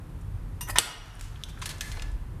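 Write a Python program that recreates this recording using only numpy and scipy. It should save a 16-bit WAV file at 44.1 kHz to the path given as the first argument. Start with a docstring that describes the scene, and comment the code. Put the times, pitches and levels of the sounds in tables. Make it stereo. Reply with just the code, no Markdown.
"""Foot-pedal bag sealer

In a quiet room a relay clicks, the pedal rod scrapes and rattles in its guide, and the steel jaw
clacks open, thudding the stand and ringing the frame. A plastic bag then crackles, pops and brushes
the sheet-metal tray. Building rumble and ventilation air lie underneath; the clack ducks the mix."""
import sys
import numpy as np
from scipy import signal
from scipy.fft import rfft, irfft
from scipy.io import wavfile

SR = 44100
rng = np.random.default_rng(int(sys.argv[2]) if len(sys.argv) > 2 else 0)


def dump_mix(stems):
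    """Bounce the given channels to the path in sys.argv[1] as a 16-bit WAV at rate SR."""
    frames = np.atleast_2d(stems).T  # one column per channel
    limited = np.clip(frames, -1, 1)  # hard clip at full scale
    pcm = np.round(limited * 32767).astype(np.int16)
    wavfile.write(sys.argv[1], SR, pcm)


N = 105840

# The jaw's blow and bounces: t/s, level/dB
JAW_HITS = [(.7853, -9.5), (0.7896, -22), (0.791, -22.5), (0.8004, -28)]
# Steel jaw resonances: f/Hz, base width/Hz, level/dB
JAW_BODY = [(656, 440, -14), (1080, 500, -9.5), (1890, 630, -11), (3023, 200, 3.5), (3563, 600, 3),
            (4190, 550, -6.5), (6250, 410, -1), (7330, 400, -3.5), (8220, 700, -0.5), (8480, 810, -3.5),
            (10750, 660, -0.5), (13000, 1200, -15.5)]
# Ring of the frame: f/Hz, level/dB, t60/s
FRAME_MODES = [(445, -15, .5), (815, -15, 0.7), (996, -14, .7), (1250, -12, .6), (1430, -5, .47),
               (1850, -10, 0.6), (2590, -14, .6), (2775, -13, .7), (2895, -7, 1.1), (2985, -15, .7),
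               (3550, -14, 0.2), (4550, -16, 0.4), (5000, -15, .5), (5730, -11, 1.), (6150, -17, .6)]
# Rod strokes: t/s, rise/s, hold/s, t60/s, scrape/dB, hiss re scrape/dB, tilt/(dB/octave), knock/dB
ROD_STROKES = [(0.671, 0.026, 0.0014, 0.03, -34, 0, -2, -67),
               (.6865, .0005, 0.001, 0.0098, -38, 8.5, -5, -60.5),
               (.6956, 0.0007, 0.003, 0.03, -35, 0, -6, -29),
               (0.697, 0.0026, 0.012, 0.017, -37, 8, 14, -65),
               (0.7575, 0.0006, 0.003, 0.038, -23.5, -16.5, 2, -64.5),
               (.7592, .003, .022, 0.02, -26.5, -10, 4, -34),
               (0.854, 0.0044, 0.011, 0.4, -35.5, -24, -4.5, -62)]
# Rod resonances: f/Hz, width/Hz, level/dB
ROD_BODY = [(560, 250, -12), (820, 110, -1), (1000, 120, 0), (1300, 180, -1), (1860, 130, 5),
            (3000, 500, -14), (5100, 550, -22)]
# Ring of the relay armature: f/Hz, level/dB, t60/s
RELAY_MODES = [(950, -10, 0.05), (1300, -15, 0.04), (1881, -12, .04), (2760, -1, 0.04), (2840, -19, 0.18),
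               (3570, -8, .05), (5270, -11, .04), (5990, -6, 0.25), (8500, -6, 0.04), (9390, -5, .12),
               (10500, -16, .04), (12200, -6, .05), (12850, 1, .08), (13700, -6, .06)]
# Bag crackles: t/s, level/dB, f/Hz, half-width/octaves, hold/s, t60/s, tray ring re crackle/dB
CRACKLES = [(0.211, -58.5, 9150, 0.54, 0.0053, 0.056, -45), (1.056, -47, 1210, 0.66, 0.0031, 0.023, -42),
            (1.095, -58, 1180, 0.64, 0.0027, 0.027, -40), (1.152, -44, 9700, 0.23, 0.0019, 0.013, -38),
            (1.194, -41, 3000, 4.3, .004, 0.029, -42), (1.21, -30.5, 3000, 7.3, 0.0015, 0.023, -40),
            (1.221, -46, 3420, 2.6, 0.024, 0.29, -40), (1.359, -46, 3100, 0.35, 0.0016, 0.026, -40),
            (1.4367, -32, 8000, 1.1, 0.0015, 0.02, -44), (1.486, -44, 4940, 5.6, 0.014, 0.06, -40),
            (1.5745, -42.5, 1630, 0.35, 0.00069, 0.028, -29), (1.591, -51, 9150, 0.46, 0.0053, .03, -42),
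            (1.617, -33.5, 3200, 1.6, 0.0013, 0.14, -35), (1.622, -36.5, 1300, 0.7, 0.0071, 0.021, -34),
            (1.6574, -26, 4930, 2.8, 0.0018, 0.068, -17.5), (1.691, -30.5, 3960, 4.2, .003, 0.075, -41),
            (1.705, -38.5, 3500, 1.9, 0.01, 0.05, -40), (1.783, -45.5, 7300, 0.59, 0.0018, 0.01, -37),
            (1.8083, -27, 5130, 2.2, 0.00066, 0.059, -12), (1.829, -45.5, 8000, 1.4, 0.035, 0.83, -41),
            (1.9165, -38, 4300, 1, 0.0014, 0.013, -16), (1.9218, -38, 5070, 2.1, 0.0017, .02, -9),
            (1.9698, -41, 1500, 1.5, 0.0024, 0.037, -10), (1.975, -44.5, 500, 0.65, 0.01, 0.017, -40),
            (1.9963, -35, 2880, 0.71, 0.001, 0.0067, -32), (2.021, -35.5, 2510, 1.83, 0.0025, 0.023, -18.5),
            (2.115, -56.5, 8000, 0.56, .004, 0.033, -46)]
# Ring of the sheet-metal tray: f/Hz, level/dB, t60/s
TRAY_MODES = [(930, -22, 0.47), (1726, -3, .6), (1884, -11, 0.22), (2062, -3.5, 0.42), (2290, -12, 0.47),
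              (3100, -4, 0.064), (3540, -11, 0.19), (4250, -1, 0.16), (6240, -9, 0.065)]
# Short pitched ticks, film pops and the ping of the bag tapping the tray: t/s, level/dB, f/Hz, width/Hz
TICKS = [(1.2088, -39, 9500, 2500), (1.2112, -29, 7950, 1800), (1.4367, -17.5, 3400, 940),
         (1.439, -30, 3660, 800), (1.437, -27.5, 5800, 915), (1.8096, -23.5, 3100, 790),
         (1.8098, -21.5, 6170, 1000), (1.9972, -40, 2560, 696)]
# Rustle envelope: t/s, level/dB
RUSTLE_LEVEL = [(1.05, -48.5), (1.414, -53), (1.526, -55), (1.708, -51.5), (1.808, -54.5), (1.886, -51),
                (2.074, -54.5), (2.2, -73)]
# Rustle tone: f/Hz, level/dB
RUSTLE_EQ = [(240, -39), (400, -8), (1400, -2.5), (1690, -3.5), (1930, -8), (8670, -17), (13900, -14),
             (15500, -51.5)]
# Swell of the building rumble: t/s, level/dB
RUMBLE_LEVEL = [(0, -35.5), (.25, -31.5), (.5, -32.5), (.75, -32.5), (.95, -39.5), (1.15, -40), (1.3, -33),
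                (1.55, -35.5), (1.8, -37), (2., -35.5), (2.17, -38.5), (2.3, -33), (2.4, -35)]
# Extra swell of its sub-bass: t/s, level/dB
SUB_LEVEL = [(0, -7.5), (.3, -2.5), (.55, -2.5), (.85, -7), (1.1, 2), (1.3, -1), (1.6, -2), (1.9, -1),
             (2.15, 10), (2.4, -9)]
# Rumble tone: f/Hz, level/dB
RUMBLE_EQ = [(18, -35.5), (28, 1), (43, 3.5), (70, -8), (96, -1.5), (260, -42.5), (340, -64), (570, -120)]
# Ventilation tone: f/Hz, level/dB
AIR_EQ = [(88, -11), (150, -6), (190, -15.5), (280, -17.5), (622, -28.5), (660, -29), (974, -26.5),
          (2740, -38), (6700, -45.5), (14900, -41.5), (15800, -50)]
# Stereo image of rumble and air: f/Hz, left-right correlation
BED_CORRELATION = [(60, 1), (180, 0.83), (550, 0.64), (1650, 0.39), (4970, -0.39), (15000, 0.45)]
# Reverb decay: f/Hz, t60/s
ROOM_T60 = [(300, 1), (1000, 0.84), (3000, 0.71), (8000, 0.44), (14000, 0.36)]
# Stereo image of the reverb: f/Hz, left-right correlation
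ROOM_CORRELATION = [(300, 1), (700, 1), (1500, .4), (4000, 0)]
# Pan of the direct sound: f/Hz, left minus right/dB
LEFT_LEVEL = [(100, 3.5), (350, 0), (700, 3), (1400, 9), (2800, 1.5), (5600, 3.5), (9000, 2), (14000, 0.5)]
# Phase of the direct sound: f/Hz, left lead/rad
LEFT_PHASE = [(300, 8), (700, 0), (1500, 0.56), (2800, 0.57), (5600, 1.), (8300, 1.04), (11000, 1.57),
              (15000, 1.5)]
# Microphone response: f/Hz, level/dB
MIC_EQ = [(6000, -1), (10000, -2), (12500, -6), (14500, -11.5), (15500, -32)]


def jaw_clack(widen):
    """The jaw hits its stop and bounces: a sharp blow plus grit drives the steel's resonances."""
    out = np.zeros(N)
    for start, db in JAW_HITS:
        grit = burst(rise=0.00025, hold=0.00046, t60=0.021)
        blow = gain_of(24) * signal.unit_impulse(len(grit), 4)
        add(out, start, gain_of(db) * (body(grit + blow, JAW_BODY, widen) + gain_of(-12) * grit))
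    return out


def stand():
    """At the jaw's blow the stand thuds and the frame rings on."""
    out, start = np.zeros(N), JAW_HITS[0][0]
    thud_hz, width_hz = 254, 350
    thud = body(burst(rise=0.00084, hold=0.0025, t60=0.07), [(thud_hz, width_hz, 0)])
    add(out, start, gain_of(-27.5) * thud)
    add(out, start, gain_of(-28.5) * ring(FRAME_MODES))
    return out


def pedal_rod(contact_s=0.0004):
    """The pedal rod scrapes and knocks in its guide; each stroke is duller or brighter."""
    out = np.zeros(N)
    for start, rise, hold, t60, db, hiss_db, tilt_db, knock_db in ROD_STROKES:
        scrape = gain_of(db) * burst(rise, hold, t60)
        peaks = [(hz, width, level + tilt_db * np.log2(hz / 1000)) for hz, width, level in ROD_BODY]
        contact = np.minimum(np.arange(len(scrape)) / (contact_s * SR), 1)
        knock = gain_of(knock_db) * np.sin(np.pi * contact) ** 2
        hiss = gain_of(hiss_db) * np.diff(scrape, append=0)
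        add(out, start, body(scrape + knock, peaks) + hiss)
    return out


def relay(start=0.609):
    """Contacts strike and chatter, ringing the small armature under a bright snap."""
    out = np.zeros(N)
    chatter = burst(rise=0.00036, hold=0.0049, t60=0.09)
    strike = gain_of(26) * signal.unit_impulse(len(chatter), 30)
    armature = signal.fftconvolve(chatter + strike, ring(RELAY_MODES))
    add(out, start, armature / np.std(armature[200:1000]))
    add(out, start, gain_of(-3) * np.diff(chatter))
    return gain_of(-31.5) * out


def bag_crackles():
    """Each crackle is a band of crack and grit; some tap the tray hard enough to bring out its ring."""
    out, pad = np.zeros(N), 100
    for start, db, centre, octaves, hold, t60, tray_db in CRACKLES:
        grit = burst(0.00032, hold, t60)
        crack = gain_of(9) * signal.unit_impulse(len(grit), 9)
        bell_db = lambda hz: -6 * (np.log2((hz + 1) / centre) / octaves) ** 2
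        crackle = equalise(np.roll(grit + crack, pad), bell_db)[pad:]
        band_share = min(1, 2.16 * octaves * centre / SR)
        add(out, start, gain_of(db) * crackle / np.sqrt(band_share))
        add(out, start, gain_of(db + tray_db) * ring(TRAY_MODES))
    return out


def pitched_ticks():
    """Film pops and the ping of the bag tapping the tray: a few cycles that swell and die at one pitch."""
    out, tap = np.zeros(N), signal.unit_impulse(1024)
    for start, db, hz, width in TICKS:
        tick = resonate(resonate(tap, hz, width), hz, width)
        add(out, start, gain_of(db) * tick / abs(tick).max())
    return out


def bag_rustle(snaps_per_s=11000, spread_db=3):
    """Thousands of tiny snaps in the plastic blur into a rustle."""
    snaps = (rng.random(N) < snaps_per_s / SR) * rng.standard_normal(N)
    snaps *= gain_of(spread_db * np.minimum(rng.exponential(1, N), 4))
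    rustle = unit_rms(equalise(snaps, lambda hz: at_hz(RUSTLE_EQ, hz)))
    start, end = RUSTLE_LEVEL[0][0], RUSTLE_LEVEL[-1][0]
    fade = np.interp(np.arange(N) / SR, [start - 0.1, start, end, end + 0.082], [0, 1, 1, 0])
    return fade * envelope(RUSTLE_LEVEL) * rustle


def room(x, early_t60=0.02):
    """Sparse reflections of random sign: a quick nearby cluster and a tail whose highs die first."""
    taps = np.zeros((2, SR))
    arrivals = np.arange(200, SR - 20, 20) + rng.integers(0, 20, (2, (SR - 201) // 20))
    np.put_along_axis(taps, arrivals, rng.choice([-1., 1.], arrivals.shape), 1)
    hz, t, bands = signal.stft(taps, SR, nperseg=256)
    decay = gain_of(-60 * t / at_hz(ROOM_T60, hz)[:, None])
    late = signal.istft(bands * decay, SR, nperseg=256)[1][:, :SR]
    early = taps * gain_of(-60 * np.arange(SR) / SR / early_t60)
    reverb = gain_of(-8.5) * late / np.linalg.norm(late[0])
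    reverb += gain_of(-20) * early / np.linalg.norm(early[0])
    reverb = irfft(stereo_spectra(reverb, ROOM_CORRELATION), SR)
    return signal.fftconvolve(x[None], reverb, axes=1)[:, :N]


def building(sub_hz=62, air_db=-45.5, lean_db=1.57):
    """The bed: low rumble that swells and steady ventilation air, both leaning slightly left."""
    hz = np.fft.rfftfreq(N, 1 / SR)

    def noise(eq):
        spectra = stereo_spectra(rng.standard_normal((2, N)), BED_CORRELATION)
        in_band = (hz > eq[0][0]) & (hz < eq[-1][0])
        return unit_rms(irfft(spectra * gain_of(at_hz(eq, hz)) * in_band, N))
    rumble = noise(RUMBLE_EQ)
    sub = irfft(rfft(rumble) / (1 + (hz / sub_hz) ** 8), N)
    rumble += (envelope(SUB_LEVEL) - 1) * sub
    bed = envelope(RUMBLE_LEVEL) * rumble + gain_of(air_db) * noise(AIR_EQ)
    return bed * gain_of([[lean_db / 2], [-lean_db / 2]])


def mic_ports(x):
    """Two close microphone ports hear the direct sound with different level and phase."""
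    hz = np.fft.rfftfreq(N, 1 / SR)
    left = gain_of(at_hz(LEFT_LEVEL, hz) / 2) * np.exp(0.5j * at_hz(LEFT_PHASE, hz))
    return irfft(rfft(x) * np.array([left, 1 / left]), N)


def burst(rise, hold, t60):
    """Noise that rises, holds and dies away (times in s), with the energy of its envelope."""
    t = np.arange(8192) / SR
    shape = np.minimum(t / rise, 1) * gain_of(-60 * np.maximum(t - rise - hold, 0) / t60)
    noise = shape * rng.standard_normal(len(t))
    return noise * np.linalg.norm(shape) / np.linalg.norm(noise)


def resonate(x, hz, width):
    """One resonance with unity gain at its peak."""
    r = np.exp(-np.pi * width / SR)
    poles = [2, -4 * r * np.cos(2 * np.pi * hz / SR), 2 * r ** 2]
    return signal.lfilter([1 - r ** 2, 0, r ** 2 - 1], poles, x)


def body(x, peaks, widen=1):
    """Parallel resonances with make-up gain for their bandwidth."""
    power = sum(gain_of(2 * db) * np.pi * width * widen / SR for _, width, db in peaks)
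    return sum(gain_of(db) * resonate(x, hz, width * widen) for hz, width, db in peaks) / np.sqrt(power)


def ring(modes, blur=0.012):
    """Dying modes, each a narrow noise band wavering around its pitch."""
    t = np.arange(SR // 2) / SR
    out = np.zeros(len(t))
    for hz, db, t60 in modes:
        tone = resonate(rng.standard_normal(2 * len(t)), hz, blur * hz)[len(t):]
        out += gain_of(db - 2 - 60 * t / t60) * unit_rms(tone)
    return out


def stereo_spectra(pair, correlation):
    """Left and right spectra of two independent signals, blended to a correlation curve."""
    left, other = rfft(pair)
    shared = at_hz(correlation, np.fft.rfftfreq(pair.shape[-1], 1 / SR))
    return np.array([left, shared * left + np.sqrt(1 - shared ** 2) * other])


def equalise(x, db_at):
    """EQ by a gain in dB given as a function of frequency."""
    hz = np.fft.rfftfreq(x.shape[-1], 1 / SR)
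    return irfft(rfft(x) * gain_of(db_at(hz)), x.shape[-1])


def at_hz(points, hz):
    """A curve's value on a log-frequency axis."""
    knots, values = np.transpose(points)
    return np.interp(np.log(hz + 1), np.log(knots + 1), values)


def envelope(points):
    """A fader ride: linear gain through (t/s, level/dB) points."""
    times, db = np.transpose(points)
    return gain_of(np.interp(np.arange(N) / SR, times, db))


def gain_of(db):
    return 10 ** (np.asarray(db) / 20)


def unit_rms(x):
    return x / np.sqrt(np.mean(x ** 2) + 1e-20)


def add(mix, start, sound):
    part = mix[round(start * SR):][:len(sound)]
    part += sound[:len(part)]


def scene():
    """Sealer and bag, direct and through the room, over the building's bed."""
    foley = relay() + pedal_rod() + bag_crackles() + bag_rustle() + pitched_ticks() + stand()
    direct = mic_ports(foley + jaw_clack(widen=0.86))
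    reverb = room(foley + jaw_clack(widen=3.1))  # heard from all sides, the jaw's resonances are wider
    return direct + reverb + building()


def record(dry):
    """Microphone colour; gain control that sinks after the clack and creeps back; clipping; band limit."""
    knee_db, squeeze, smooth_s, release_db_per_s = -24.5, 0.55, 0.011, 15
    heard = equalise(dry, lambda hz: at_hz(MIC_EQ, hz))
    power = signal.lfilter(np.ones(400) / 400, 1, (heard ** 2).mean(0))
    power_db = 10 * np.log10(abs(power) + 1e-12)
    fall_db = np.arange(N) * release_db_per_s / SR
    held_db = np.maximum.accumulate(power_db + fall_db) - fall_db  # peak detector, slowly letting go
    over_db = np.maximum(held_db - knee_db, 0)
    pole = np.exp(-1 / (smooth_s * SR))
    duck_db = squeeze * signal.lfilter([1 - pole], [1, -pole], over_db)
    ducked = np.clip(heard / gain_of(duck_db), -1, 1)
    lowpass = signal.firwin(511, 15900, window=("kaiser", 9), fs=SR)
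    return np.clip(signal.oaconvolve(ducked, lowpass[None], "same"), -1, 1)


dry = scene()
out = record(dry)
dump_mix(out)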